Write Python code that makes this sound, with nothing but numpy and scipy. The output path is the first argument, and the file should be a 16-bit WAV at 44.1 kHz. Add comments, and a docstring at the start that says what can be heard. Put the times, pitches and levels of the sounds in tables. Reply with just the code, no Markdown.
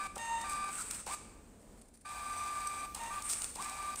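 """Short bursts of whining, whirring and clicking: thermal receipt printers on a desk in a quiet office.
A stepper motor (one that turns in tiny steps) speeds up, whines through its gears and drags paper past
the print head, slower over dense print. Between jobs a small cutter whirs, shears the paper and clicks
home. A loose receipt rustles faintly."""
import sys
import numpy as np
from scipy import signal
from scipy.fft import rfft, irfft, next_fast_len
from scipy.io import wavfile
from scipy.ndimage import map_coordinates

SR = 44100
rng = np.random.default_rng(int(sys.argv[2]) if len(sys.argv) > 2 else 0)


def file_out(sig):
    """Save sig as 16-bit WAV at sys.argv[1]."""
    # one column per channel
    cols = np.atleast_2d(sig).T
    # limit, then scale
    lim = np.clip(cols, -1, 1)
    pcm = np.round(lim * 32767).astype(np.int16)
    wavfile.write(sys.argv[1], SR, pcm)


N = 176400
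T = np.arange(N) / SR


def amp(db):
    """Turn decibels into a number to multiply by."""
    return 10 ** (np.asarray(db) / 20)


def unit(x):
    """Scale a signal to an average strength (rms) of 1."""
    return x / np.sqrt(np.mean(x ** 2) + 1e-20)


def along(points, hz):
    """Read between (frequency [Hz], value) points, giving each octave equal room."""
    freqs, values = np.transpose(points)
    return np.interp(np.log(hz + 1), np.log(freqs + 1), values)


def wobble(rate):
    """A smooth random curve through `rate` random values a second."""
    return map_coordinates(rng.standard_normal(int(N * rate / SR) + 4), [T * rate])


def filtered(x, response):
    """Turn each frequency up or down by response(hz)."""
    size = next_fast_len(N + 8192)
    return irfft(rfft(x, size) * response(np.fft.rfftfreq(size, 1 / SR)), size)[:N]


def noise(spectrum, grain=1):
    """Noise of strength 1, roughened by `grain`, then shaped by (frequency [Hz], level [dB]) rows."""
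    return unit(filtered(grain * rng.standard_normal(N), lambda hz: amp(along(spectrum, hz))))


def gate(start, stop, fade_s=0.0076):
    """Switch on between two times, with a quick fade in and out."""
    return np.clip((T - start) / fade_s, 0, 1) * np.clip((stop - T) / fade_s + 1, 0, 1)


def bursts(rows):
    """Short bell-shaped swells from (time [s], level [dB], length [s]) rows."""
    return sum(amp(db) * np.exp(-np.minimum((2 * (T - s) / length) ** 2, 50)) for s, db, length in rows)


def tones(rows, phase):
    """Fluttering tones from (multiple of the base pitch, level [dB]) rows."""
    return sum(amp(db + 2.5 * wobble(70)) * np.sin(k * phase + rng.uniform(0, 2 * np.pi))
               for k, db in rows)


def room_tone():
    """The office's soft background noise, joined partway through by a low rumble."""
    # tone colour of the background and of the rumble (frequency [Hz], level [dB])
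    air_spectrum = [(12, -32), (22, -7), (45, -1.5), (70, -9), (95, -10), (125, -15.5), (165, -13),
                    (225, -8.5), (306, -14.5), (534, -17.5), (1380, -30), (3540, -38.5), (5530, -39.5),
                    (8500, -29.5), (11000, -46), (15500, -43)]
    rumble_spectrum = [(20, -19), (55, -4), (95, -2.5), (125, -32), (300, -27)]
    # loudness of the background (time [s], level [dB])
    air_levels = [(0, -55), (1.3, -56), (1.7, -56.5), (2.0, -65), (2.3, -57), (4, -57.5)]
    air = amp(np.interp(T, *np.transpose(air_levels)) + wobble(8)) * noise(air_spectrum)
    rumble = amp(-59) * gate(start=2.1, stop=N / SR) * noise(rumble_spectrum)
    return air + rumble


def office_echo(sound):
    """The room answers with a soft, ever-changing echo; each frequency dies away at its own speed."""
    # how long the room rings (frequency [Hz], time to fade by 60 dB [s])
    ring_times = [(200, 0.47), (1200, 1), (4000, 0.82), (8500, 0.75), (15000, 0.13)]
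    # strength of the echo (frequency [Hz], level [dB])
    echo_levels = [(200, -11), (700, -12), (1100, -14.5), (1280, -14.5), (2200, -10), (8000, -9),
                   (15000, -7.5)]
    sound = filtered(sound, lambda hz: amp(along(echo_levels, hz)))
    out = np.zeros(N + 3 * SR)
    hop, delay = SR // 5, SR // 150  # in samples
    for centre in range(0, N + hop, hop):  # each overlapping piece gets its own tail of fading noise
        hz, t, spectra = signal.stft(rng.standard_normal(SR), SR, nperseg=256)
        fade = amp(-60 * t / along(ring_times, hz)[:, None])
        tail = signal.istft(spectra * fade, SR, nperseg=256)[1]
        span = np.arange(max(centre - hop, 0), min(centre + hop, N))
        piece = sound[span] * np.cos(np.pi / 2 * (span - centre) / hop)
        echo = signal.fftconvolve(piece, tail / np.linalg.norm(tail))
        out[span[0] + delay:][:len(echo)] += echo
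    return out[:N]


def loose_receipt():
    """A loose receipt crinkles in faint, grainy puffs of noise."""
    # each crinkle (time [s], level [dB], length [s])
    crinkles = [(1.615, -67.5, 0.049), (1.73, -72, .02), (1.785, -66, 0.038), (1.818, -59, .012),
                (1.858, -65, .008), (1.887, -59, 0.0091), (1.95, -61.5, 0.025), (1.975, -62.5, .012),
                (2.016, -60.5, 0.013)]
    # their tone colour (frequency [Hz], level [dB])
    spectrum = [(500, -24), (2200, -6), (3000, -12), (4300, -5.5), (7000, -4.5), (9000, 7), (11000, -8),
                (13000, -14), (15500, -12)]
    return bursts(crinkles) * noise(spectrum, grain=amp(4 * wobble(700)))


def clicks():
    """The cutter and other moving parts click: very short bursts of bright noise."""
    # each click (time [s], level [dB], length [s])
    hits = [(.16, -44, 0.0086), (.182, -41.5, 0.0053), (.416, -41.5, 0.006), (.498, -38.5, .004),
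            (.534, -39, 0.0034), (.9115, -31.5, 0.0048), (.948, -42, 0.01), (1.067, -42.5, .008),
            (2.673, -39.5, 0.0068), (2.95, -34.5, 0.0062), (3.224, -38.5, .005), (3.2995, -33, .002),
            (3.3075, -55, .002), (3.335, -30.5, 0.0021), (3.4205, -30.5, .003), (3.444, -32, 0.0035),
            (3.558, -40, .008), (3.625, -36.5, 0.0041), (3.646, -44, 0.0073), (3.698, -40.5, .005),
            (3.9595, -39, .006)]
    # their tone colour (frequency [Hz], level [dB])
    spectrum = [(300, -12.5), (1200, -2.5), (1800, -14.5), (2500, -4), (3200, -4.5), (5800, 0), (7000, 1),
                (8300, 8.5), (10000, -1.5), (12000, -10.5), (15500, -11)]
    return bursts(hits) * noise(spectrum)


def case_knocks(attack_s=.0007):
    """The motor's first steps jolt the printer's case, which rings briefly."""
    # each jolt (time [s], level [dB])
    jolts = [(.164, -26.5), (.169, -26), (1.068, -33), (1.076, -35.5), (2.952, -37), (2.962, -39),
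             (3.56, -37), (3.567, -44)]
    # the case's own notes (frequency [Hz], relative level [dB], time to fade by 60 dB [s])
    notes = [(220, -28, 0.023), (550, -3.5, 0.0099), (830, 2, 0.01), (1170, -7, 0.0076)]
    out = np.zeros(N)
    t = np.arange(SR // 10) / SR
    for start, db in jolts:
        ring = sum(amp(level + rng.normal(0, 3.6) - 60 * t / fade_s) * np.sin(2 * np.pi * hz * t)
                   for hz, level, fade_s in notes)
        out[round(start * SR):][:len(t)] += amp(db) * ring * (1 - np.exp(-t / attack_s))
    return out


def paper_shear():
    """Fibres snap as the paper is scraped and cut, making a gritty hiss."""
    # each scrape or cut (start [s], length [s], level [dB])
    scrapes = [(0.487, 0.038, -44.5), (0.773, 0.052, -43.5), (1.118, .03, -42.5), (3.286, .052, -35),
               (3.61, 0.04, -46.5)]
    # their tone colour (frequency [Hz], level [dB])
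    spectrum = [(300, -12.5), (1300, -8), (3000, -8.5), (4800, -1.5), (6500, -0.5), (8300, 13.5),
                (10500, -5), (13000, -10), (15500, -10.5)]
    loudness = sum(amp(db) * gate(start, start + length) for start, length, db in scrapes)
    return loudness * noise(spectrum, grain=amp(2.4 * wobble(900)))


def blade_squeak(start=.777, stop=.819, from_hz=1230, to_hz=1400):
    """The blade sticks on the paper and gives one shaky, rising squeak."""
    pitch = np.interp(T, [start, stop], [from_hz, to_hz]) + 130 * wobble(400)
    return amp(-43.5) * gate(start, stop) * np.sin(2 * np.pi * np.cumsum(pitch) / SR)


def cutter():
    """Each stroke of the cutter is a gritty high whir with a thin, unsteady whistle."""
    # loudness of the cutter, one list per stroke (time [s], relative level [dB])
    strokes = [
        [(0.705, -48), (0.721, -39.5), (0.817, -41.5), (0.899, -44.5), (0.907, -39.5), (0.999, -44),
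         (1.04, -59)],
        [(3.225, -46), (3.233, -49), (3.257, -39), (3.325, -42.5), (3.377, -42.5), (3.443, -40.5),
         (3.52, -53.5)],
        [(3.96, -54), (3.966, -48), (3.992, -39), (4.0, -44)],
    ]
    # tone colour of the whir (frequency [Hz], level [dB])
    spectrum = [(200, -40), (800, -15), (1250, -8), (1900, -14.5), (2400, -11.5), (3100, -19.5),
                (5500, -19.5), (7200, -13.5), (8100, 0), (8900, -4), (9600, -13.5), (12000, -24.5),
                (15500, -26)]
    trim_db, whistle_db_per_stroke = -3, [-20, -1, -4]
    whir = noise(spectrum, grain=amp(2 * wobble(600)))
    whistle_hz = 8900 + 110 * wobble(330)
    whistle = unit(np.sin(2 * np.pi * np.cumsum(whistle_hz) / SR))
    out = np.zeros(N)
    for stroke, whistle_db in zip(strokes, whistle_db_per_stroke):
        times, levels = np.transpose(stroke)
        loudness = gate(times[0], times[-1]) * amp(np.interp(T, times, levels) + trim_db)
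        out += loudness * (whir + amp(whistle_db) * whistle)
    return out


def motor_whine(steady_phase, phase, unevenness):
    """The motor's steps make a tone; its load swells and drags once per turn of a gear."""
    # loudness of the step tone (time [s], level [dB])
    levels = [(0, -37.5), (.065, -41), (.18, -44), (.21, -47.5), (.27, -46.5), (.32, -37.5), (.39, -39.5),
              (.415, -48.5), (.45, -41), (.56, -40.5), (.66, -42.5), (.69, -46.5), (1.08, -46), (1.1, -42),
              (1.14, -41.5), (2.05, -51.5), (2.1, -42), (2.14, -47.5), (2.28, -41.5), (2.85, -40.5),
              (2.98, -55), (3.02, -40), (3.1, -47.5), (3.125, -42), (3.18, -39), (3.21, -48), (3.58, -44.5),
              (3.6, -42.5), (3.63, -51.5), (3.66, -44), (3.765, -50.5), (3.85, -42), (3.94, -46)]
    steps_per_turn, swell_db, drag_rad, flutter_db = 60, 2, 0.31, 1.5
    turn = steady_phase / steps_per_turn + .5 * wobble(10)
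    swell = swell_db * (np.sin(turn) + .5 * np.cos(2 * turn))
    flutter = flutter_db * unit(wobble(45) + wobble(170))
    loudness = amp(np.interp(T, *np.transpose(levels)) + unevenness * (swell + flutter))
    return loudness * np.sin(phase + unevenness * drag_rad * np.cos(turn))


def paper_feed():
    """Whine, overtones, gear tones, paper rub and chirps all follow the motor's step rate."""
    # each run of the motor (start [s], stop [s], speed-up time [s], slow until [s; 0 = never slow],
    # overtone boost [dB], gear boost [dB], rub boost [dB])
    runs = [(-.2, .068, .05, 0, 0, 4, 0), (.162, .44, .035, .44, 1, 0, -1), (.44, .706, .001, 0, 0, 3, 0),
            (1.065, 1.144, .052, 0, 2, 1, 4), (2.047, 2.858, .001, 0, 0, 0, 0),
            (2.949, 3.215, .055, 3.105, -7, -2, -.5), (3.558, 3.945, .05, 0, -1, 0, .5)]
    # the motor's overtones at full speed (multiple of the step rate, level [dB])
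    full_tones = [(2, -58.5), (3, -71.5), (4, -63.5), (5, -76.5), (6, -82), (7, -61), (8, -65), (9, -74)]
    # its overtones at slow speed (multiple of the step rate, level [dB])
    slow_tones = [(2, -51.5), (3, -52), (4, -58.5), (5, -82), (7, -59), (8, -61), (9, -58.5)]
    # pitches of the gear tones (multiple of the step rate)
    gear_pitches = [.65, 1.148, 1.3, 1.447, 1.668, 1.95, 2.1, 3.25]
    # loudness of each gear tone (level [dB])
    gear_levels = [-63.5, -70, -58.5, -63.5, -73, -61.5, -63, -70]
    # tone colour of rubbing paper and gears (frequency [Hz], level [dB])
    rub_spectrum = [(100, -28), (220, -9.5), (480, -12), (780, 3.5), (1000, 3.5), (1200, 0.5), (1400, -5.5),
                    (1900, -6.5), (2450, -2.5), (3000, -10.5), (3800, -8.5), (5200, -12), (7000, -9),
                    (8300, -0.5), (9000, -3), (10000, -12.5), (12000, -21.5), (14300, -28.5), (15300, -17)]
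    # the paper chirps on the print head (time [s], level [dB], length [s])
    chirp_bursts = [(2.335, -55, .014), (2.383, -48, 0.017), (2.41, -55.5, 0.013), (2.44, -56, .016),
                    (2.675, -45, 0.009), (2.8, -52.5, 0.033)]
    chirp_tones = [(5, -3), (7, -0.5), (8, -10)]  # (multiple of the step rate, relative level [dB])
    full_hz, slow_hz = 1187.5, 920.9  # steps a second
    build_start_s, build_length_s, build_from_db = 2.04, 0.34, -3

    step_hz, slow, whine_gain, overtone_gain, gear_gain, rub_gain = np.zeros((6, N))
    for start, stop, speed_up_s, slow_until, overtone_db, gear_db, rub_db in runs:
        running, started = gate(start, stop), T >= start
        ramp = np.clip((T - start) / speed_up_s, 0, 1)
        limit_hz = np.where(T < slow_until, slow_hz, full_hz)
        step_hz[started] = np.minimum(full_hz * np.sqrt(ramp), limit_hz)[started]
        slow[started] = (T < slow_until)[started]
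        whine_gain += running * np.maximum(ramp, .1)
        settled = running * ramp ** 3
        overtone_gain += settled * amp(overtone_db)
        gear_gain += settled * amp(gear_db)
        rub_gain += running * amp(rub_db)

    steady_phase = 2 * np.pi * np.cumsum(step_hz) / SR  # one cycle per step
    unevenness = 1 - 0.23 * slow  # smoother at slow speed
    phase = steady_phase + 0.15 * wobble(140) * unevenness  # steps come a little early or late
    whine = whine_gain * motor_whine(steady_phase, phase, unevenness)
    overtones = slow * tones(slow_tones, phase)
    overtones += (1 - slow) * tones(full_tones, phase + 0.072 * wobble(170))
    gears = tones(zip(gear_pitches, gear_levels), steady_phase + 0.48 * wobble(60))
    step_pulse = 1 + 0.32 * np.cos(phase)
    rub = amp(-48.5) * noise(rub_spectrum, grain=amp(2 * wobble(500)) * step_pulse)
    chirps = bursts(chirp_bursts) * tones(chirp_tones, steady_phase + 0.14 * wobble(260))
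    drag = amp(1.1 * wobble(30))
    # in the longest run, the overtones, gears and rub start softly and swell
    build = amp(build_from_db * (T > build_start_s) * np.clip(1 - (T - build_start_s) / build_length_s, 0, 1))
    pitched = whine + chirps + build * (overtone_gain * overtones + gear_gain * gears)
    return np.sqrt(2) * pitched + build * drag * rub_gain * rub  # sqrt(2) gives a sine wave strength 1


def scene():
    """The printers, their echo and the office background, in one channel."""
    printers = paper_feed() + cutter() + paper_shear() + blade_squeak()
    printers += loose_receipt() + clicks() + case_knocks()
    background = room_tone()
    return (printers + office_echo(printers) + background)[None]


def record(dry):
    """Remove the very highest treble."""
    top_hz = 15600
    return filtered(dry[0], lambda hz: hz < top_hz)[None]


dry = scene()
out = record(dry)
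file_out(out)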